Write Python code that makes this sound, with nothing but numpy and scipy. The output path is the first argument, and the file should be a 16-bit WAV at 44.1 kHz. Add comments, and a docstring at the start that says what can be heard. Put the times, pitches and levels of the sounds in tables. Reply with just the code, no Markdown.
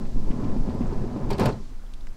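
"""Outdoors, beside a van, its sliding door rolls open: rail bumps ring the panel over broad grit noise,
and a thud marks each roller turn. The catch clicks, as noise bursts and a chattering spring; the door
shudders against its stop, as knocks and decaying panel modes. A few small dry ticks fall during the
rolling and after the stop; a soft thump follows the stop, as someone steps up. Filtered noise makes
the wind buffets, the far leaves and the hiss."""
import sys
import numpy as np
from scipy import signal
from scipy.fft import rfft, irfft
from scipy.io import wavfile

SR = 44100
rng = np.random.default_rng(int(sys.argv[2]) if len(sys.argv) > 2 else 0)


def to_wav(sig):
    """Store sig (one row per channel, or 1-D mono) as 16-bit WAV at the path in sys.argv[1].

    Samples outside -1..1 are clipped; the rate is SR.
    """
    pcm = np.clip(np.atleast_2d(sig), -1, 1) * 32767
    pcm = np.round(pcm).astype(np.int16)
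    wavfile.write(sys.argv[1], SR, pcm.T)  # frames by channels


def undo_db(level):
    """Turn decibels back into plain size, where 20 dB means ten times bigger."""
    steps = np.asarray(level, float) / 20
    return 10 ** steps


N = 95476  # samples


def evened(x):
    """Scales x to rms 1."""
    return x / np.sqrt(np.mean(x ** 2) + 1e-20)


def read(points, hz):
    """Reads a spectrum table at hz, on a log frequency axis."""
    point_hz, value = np.transpose(points)
    return np.interp(np.log(hz + 1), np.log(point_hz + 1), value)


def curve(rows, column=1):
    """Interpolates one table column over the scene's time."""
    rows = np.array(rows)
    return np.interp(np.arange(N) / SR, rows[:, 0], rows[:, column])


def add(mix, start_s, sound):
    """Adds sound into mix in place, cut at the end."""
    part = mix[round(start_s * SR):][:len(sound)]
    part += sound[:len(part)]


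def coloured(x, points):
    """Filters x by a spectrum table; rms 1."""
    gain = undo_db(read(points, np.fft.rfftfreq(len(x), 1 / SR)))
    return evened(irfft(rfft(x) * gain, len(x)))


def ringing(modes, size=20000):
    """Impulse response: a sum of exponentially decaying sine modes; energy 1."""
    t = np.arange(size) / SR
    ring = np.zeros(size)
    for mode_hz, level_db, t60_s in modes:
        decay = undo_db(level_db - 60 * t / max(t60_s, .005))
        ring += decay * np.sin(2 * np.pi * mode_hz * t)
    return ring / np.linalg.norm(ring)


def burst(points, t60_s, rise_s, size=8192):
    """A rattle of tiny coloured impacts, rms 1 before its fast rise and exponential decay."""
    grains_per_s = 2500
    t = np.arange(size) / SR
    strong = rng.random(size) < grains_per_s / SR
    grains = rng.standard_normal(size) * (.25 + strong * 3)
    rise = 1 - np.exp(-t / max(rise_s, 1e-5))
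    decay = undo_db(-60 * t / max(t60_s, .003))
    return coloured(grains, points) * rise * decay


# rolling levels: start_s, rumble_db (rms), bright_relative_db
ROLLING_LEVELS = [(0, -32.5, -13), (.12, -39, -12), (.16, -34.5, -16.5), (.3, -31, -14), (.4, -30.5, -10),
                  (.55, -28, -13), (.625, -33, -12), (.72, -29.5, -12), (.86, -30.5, -9.5),
                  (1.05, -31, -10.5), (1.28, -29.5, -10.5), (1.35, -30.5, -10.5), (1.372, -35.5, -9.5),
                  (1.396, -25.5, -1.5), (1.48, -24, -4.5), (1.53, -31.5, -8), (1.6, -39, -13),
                  (1.66, -50.5, -20), (1.8, -55, -18)]
# broad rolling noise spectrum: freq_hz, relative_db (per Hz)
GRIT_SPECTRUM = [(26, -32), (45, -10), (70, -8), (125, 1.5), (164, -4.5), (236, -1), (322, -10),
                 (996, -23.5), (1220, -31), (3500, -51.5), (4550, -79), (7700, -120)]


def rolling():
    """Dense random rail bumps ring the panel modes, over grit; the part above a split has its own level."""
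    bumps_per_s, spread_db, grit_db, split_hz = 900, 2.5, 0.5, 456
    strength = undo_db(spread_db * np.minimum(rng.exponential(1, N), 5))
    bumps = strength * (rng.random(N) < bumps_per_s / SR)
    bumps = bumps * rng.choice([-1., 1.], N)
    rung = evened(signal.oaconvolve(bumps, ringing(PANEL_MODES))[:N])
    grit = coloured(rng.standard_normal(N), GRIT_SPECTRUM)
    body = rung + undo_db(grit_db) * grit
    rumble = signal.sosfilt(signal.butter(3, split_hz, fs=SR, output="sos"), body)
    bright = signal.sosfilt(signal.butter(3, split_hz, "high", fs=SR, output="sos"), body)
    bright_gain = undo_db(curve(ROLLING_LEVELS, column=2))
    return undo_db(curve(ROLLING_LEVELS)) * (evened(rumble) + bright_gain * evened(bright))


# door panel modes: mode_hz, level_db, t60_s
PANEL_MODES = [(95.4, -5.5, 0.079), (123.5, 0, .14), (150, -2, .1), (209.8, 0, .17), (240, 0, .15),
               (287.3, -7.5, 0.089), (363.2, -6, 0.11), (400, -7.5, .1), (523.3, -11, 0.11),
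               (628.3, -15.5, 0.095), (734, -13, 0.097), (876, -13, .12), (1000, -10, .07),
               (1251, -23, 0.059), (1660, -25, 0.057)]


def thud(knock_hz):
    """A short push rings the panel, under a knock mode at the place struck; the knock peaks at 1."""
    push_s, knock_t60_s, panel_db = 0.0011, 0.08, -6
    push = np.hanning(max(round(push_s * SR), 3))
    ring = signal.oaconvolve(ringing(PANEL_MODES), push)[:20000]
    knock = ringing([(knock_hz, 0, knock_t60_s)])
    return knock / abs(knock).max() + undo_db(panel_db) * ring / abs(ring).max()


# one bump per roller turn: start_s, thud_db, knock_hz, tick_db (before rise and decay), ping_db (peak)
ROLLER_TURNS = [(.05, -34, 263, -54, -70), (.16, -24.5, 260, -62, -72), (0.304, -24.5, 282, -47, -58),
                (.434, -24.5, 284, -48, -48), (0.564, -18, 238, -55, -51), (.689, -17, 237, -54, -47),
                (.808, -16, 239, -51, -60), (.925, -25.5, 378, -56, -50), (1.04, -24.5, 344, -60, -62),
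                (1.161, -23, 305, -58, -56), (1.285, -26.5, 309, -56, -50)]
# tick spectrum: freq_hz, relative_db (per Hz)
TURN_TICK_SPECTRUM = [(900, -30), (1700, -2), (2700, 0), (3500, -10), (5000, -12), (7000, -26),
                      (12000, -50)]


def roller_bumps():
    """Each roller turn thuds the panel, then ticks and pings a spring a few ms later."""
    out = np.zeros(N)
    for start_s, thud_db, knock_hz, tick_db, ping_db in ROLLER_TURNS:
        add(out, start_s, undo_db(thud_db) * thud(knock_hz))
        add(out, start_s + .003, undo_db(tick_db) * burst(TURN_TICK_SPECTRUM, t60_s=0.084, rise_s=0.0015))
        add(out, start_s + .004, undo_db(ping_db) * ping(4500))
    return out


# door blows on catch and stop: start_s, thud_db, knock_hz
DOOR_BLOWS = [(1.304, -26, 905), (1.314, -19, 400), (1.343, -24, 130), (1.392, -18, 383),
              (1.41, -17.5, 199.4), (1.426, -21.5, 872), (1.438, -19, 170), (1.456, -21, 599),
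              (1.468, -21, 90), (1.478, -18, 225), (1.487, -21, 420)]
# blow noise spectrum: freq_hz, relative_db (per Hz)
BLOW_SPECTRUM = [(45, -15), (150, -5.5), (400, -4), (900, -10), (1600, -20), (2800, -25), (5000, -38),
                 (8000, -41), (14000, -74)]


def blows():
    """Door hits catch and stop: each blow is a thud with a burst of noise."""
    noise_relative_db = -8
    out = np.zeros(N)
    for start_s, thud_db, knock_hz in DOOR_BLOWS:
        add(out, start_s, undo_db(thud_db) * thud(knock_hz))
        noise = burst(BLOW_SPECTRUM, t60_s=0.1, rise_s=0.0022)
        add(out, start_s, undo_db(thud_db + noise_relative_db) * noise)
    return out


# metal catch clicks: start_s, crack_db (before rise and decay), crack_t60_s, ping_db (peak), ping_hz
CATCH_CLICKS = [(1.303, -35, .04, -44, 3900), (1.307, -38, .05, -48, 4500), (1.329, -44, .04, -34, 4550),
                (1.378, -47, .02, -58, 4500), (1.382, -40, .03, -41, 4000), (1.396, -30, .03, -54, 4600),
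                (1.405, -37, .035, -50, 4500), (1.413, -47, .04, -35, 4650), (1.427, -42, .04, -46, 4400),
                (1.432, -46, .04, -35, 4400), (1.443, -48, .02, -50, 4500), (1.450, -47, .03, -46, 4500),
                (1.456, -29, .03, -33, 4500), (1.466, -45, .05, -50, 4500), (1.487, -43, .025, -57, 4500),
                (1.523, -60, .05, -41, 4200)]
# crack spectrum: freq_hz, relative_db (per Hz)
CRACK_SPECTRUM = [(1200, -10), (2500, -7), (4500, -7), (6200, -15), (8800, -12.5), (10500, -19),
                  (13200, -17), (15700, -30), (17000, -60)]
# duller after-rattle spectrum: freq_hz, relative_db (per Hz)
CLATTER_SPECTRUM = [(500, -20), (1000, -3), (1400, -6), (1750, 0), (2050, -8), (2350, -3), (2800, -4),
                    (3300, -12), (3850, -7), (4500, -10), (7000, -21), (10000, -33), (15000, -60)]


def catch_clicks():
    """Each click of the catch is a sharp crack, a duller rattle and a spring ping."""
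    out = np.zeros(N)
    for start_s, crack_db, crack_t60_s, ping_db, ping_hz in CATCH_CLICKS:
        add(out, start_s, undo_db(crack_db) * burst(CRACK_SPECTRUM, crack_t60_s, rise_s=.0005))
        add(out, start_s, undo_db(crack_db) * burst(CLATTER_SPECTRUM, t60_s=.095, rise_s=.003))
        add(out, start_s, undo_db(ping_db) * ping(ping_hz))
    return out


# catch spring modes: ratio (multiple of ping_hz), level_db, t60_s
SPRING_MODES = [(.88, -5, .02), (.95, -3, .03), (1.001, 0, .045), (1.05, -3, .03), (1.12, -5, .02)]


def ping(ping_hz):
    """The catch spring chatters briefly, exciting its close modes; peak 1."""
    chatter = burst([(100, 0), (20000, 0)], t60_s=.045, rise_s=.001, size=3000)
    modes = [(ping_hz * ratio, level_db, t60_s) for ratio, level_db, t60_s in SPRING_MODES]
    ring = signal.oaconvolve(ringing(modes, size=3000), chatter)
    return ring / abs(ring).max()


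# small dry ticks: start_s, peak_db, centre_hz, width_hz
SMALL_TICKS = [(.497, -43, 2670, 200), (0.747, -46, 10800, 7000), (0.87, -44, 6500, 2520),
               (.879, -47, 7000, 3000), (1.839, -43, 1000, 1000), (1.865, -48, 3300, 500),
               (1.938, -37, 3400, 1800), (1.938, -41, 7000, 6000), (2.009, -43, 3500, 500),
               (2.01, -48, 4500, 1500), (2.071, -36, 1800, 1800), (2.071, -40, 5000, 5000),
               (2.087, -51, 5140, 500)]


def ticks():
    """Tiny band-limited impulses, each with a short rattle in the same band."""
    tail_db, centre = -14, 1024  # centre: sample index of the impulse
    out = np.zeros(N)
    spike = (np.arange(2048) == centre) * 1.
    for start_s, peak_db, centre_hz, width_hz in SMALL_TICKS:
        band = [(max(centre_hz - width_hz, 50), -30), (max(centre_hz - width_hz / 2, 100), -3),
                (centre_hz, 0), (centre_hz + width_hz / 2, -3), (centre_hz + width_hz, -30)]
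        click = coloured(spike, band)
        add(out, start_s - centre / SR, undo_db(peak_db) * click / abs(click).max())
        add(out, start_s, undo_db(peak_db + tail_db) * burst(band, t60_s=.03, rise_s=.0005))
    return out


# soft thump spectrum: freq_hz, relative_db (per Hz)
STEP_SPECTRUM = [(30, -4), (80, 0), (250, -10), (450, -15), (700, -40), (2000, -70)]


def step():
    """A soft, dull thump: one low noise burst."""
    start_s, level_db = 1.709, -36  # level before rise and decay
    out = np.zeros(N)
    add(out, start_s, undo_db(level_db) * burst(STEP_SPECTRUM, t60_s=.1, rise_s=.003))
    return out


# wind buffeting: start_s, level_db (rms)
WIND_LEVELS = [(0.0, -33), (0.05, -24), (0.3, -17), (0.33, -26.5), (0.65, -19), (0.68, -29), (1.0, -21),
               (1.17, -34.5), (1.29, -21), (1.39, -40), (1.47, -21), (1.57, -33.5), (2.13, -30),
               (2.16, -38)]
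# wind spectrum: freq_hz, relative_db (per Hz)
WIND_SPECTRUM = [(2, -14), (6, -2), (12, -0.5), (20, -4), (32, -11), (45, -24), (90, -36), (300, -83)]


def wind():
    """Wind buffets the microphone: very low noise with a moving level."""
    return undo_db(curve(WIND_LEVELS)) * coloured(rng.standard_normal(N), WIND_SPECTRUM)


# far air and leaves spectrum: freq_hz, relative_db (per Hz)
AIR_SPECTRUM = [(29, -43), (60, -12), (180, -18.5), (238, -14.5), (296, -20), (553, -24.5), (1010, -24.5),
                (1550, -29), (3000, -38), (6110, -41), (10000, -45), (15600, -57)]


def air():
    """The far wash of air and leaves: steady filtered noise."""
    level_db = -54.5
    return undo_db(level_db) * coloured(rng.standard_normal(N), AIR_SPECTRUM)


# treble hiss: start_s, level_db (rms)
HISS_LEVELS = [(0, -60.5), (.5, -60), (.95, -60), (1.28, -62), (1.5, -54), (1.56, -61), (1.7, -63),
               (1.72, -68), (2.16, -67.5)]
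# treble hiss spectrum: freq_hz, relative_db (per Hz)
HISS_SPECTRUM = [(1200, -27), (2200, -10), (3000, -9.5), (4700, -5.5), (5600, -7.5), (7900, -12.5),
                 (10000, -24), (14000, -53)]


def hiss():
    """Treble-filtered noise with a moving level."""
    return undo_db(curve(HISS_LEVELS)) * coloured(rng.standard_normal(N), HISS_SPECTRUM)


def scene():
    """Sums all sources at one microphone, the same in both channels."""
    door = rolling() + roller_bumps() + blows() + catch_clicks()
    small_sounds = ticks() + step()
    outdoors = wind() + air() + hiss()
    return np.tile(door + small_sounds + outdoors, (2, 1))


def roll_off(x):
    """The treble ends steeply here."""
    return signal.sosfilt(signal.butter(12, 15740, fs=SR, output="sos"), x)


# faint hiss of each channel's own: start_s, level_db (rms)
SELF_NOISE_LEVELS = [(0, -72), (1.7, -72), (1.72, -69), (2.16, -69)]


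def record(dry):
    """Adds independent faint white noise to each channel."""
    noisy = dry + undo_db(curve(SELF_NOISE_LEVELS)) * rng.standard_normal(dry.shape)
    return roll_off(noisy)


dry = scene()
out = record(dry)
to_wav(out)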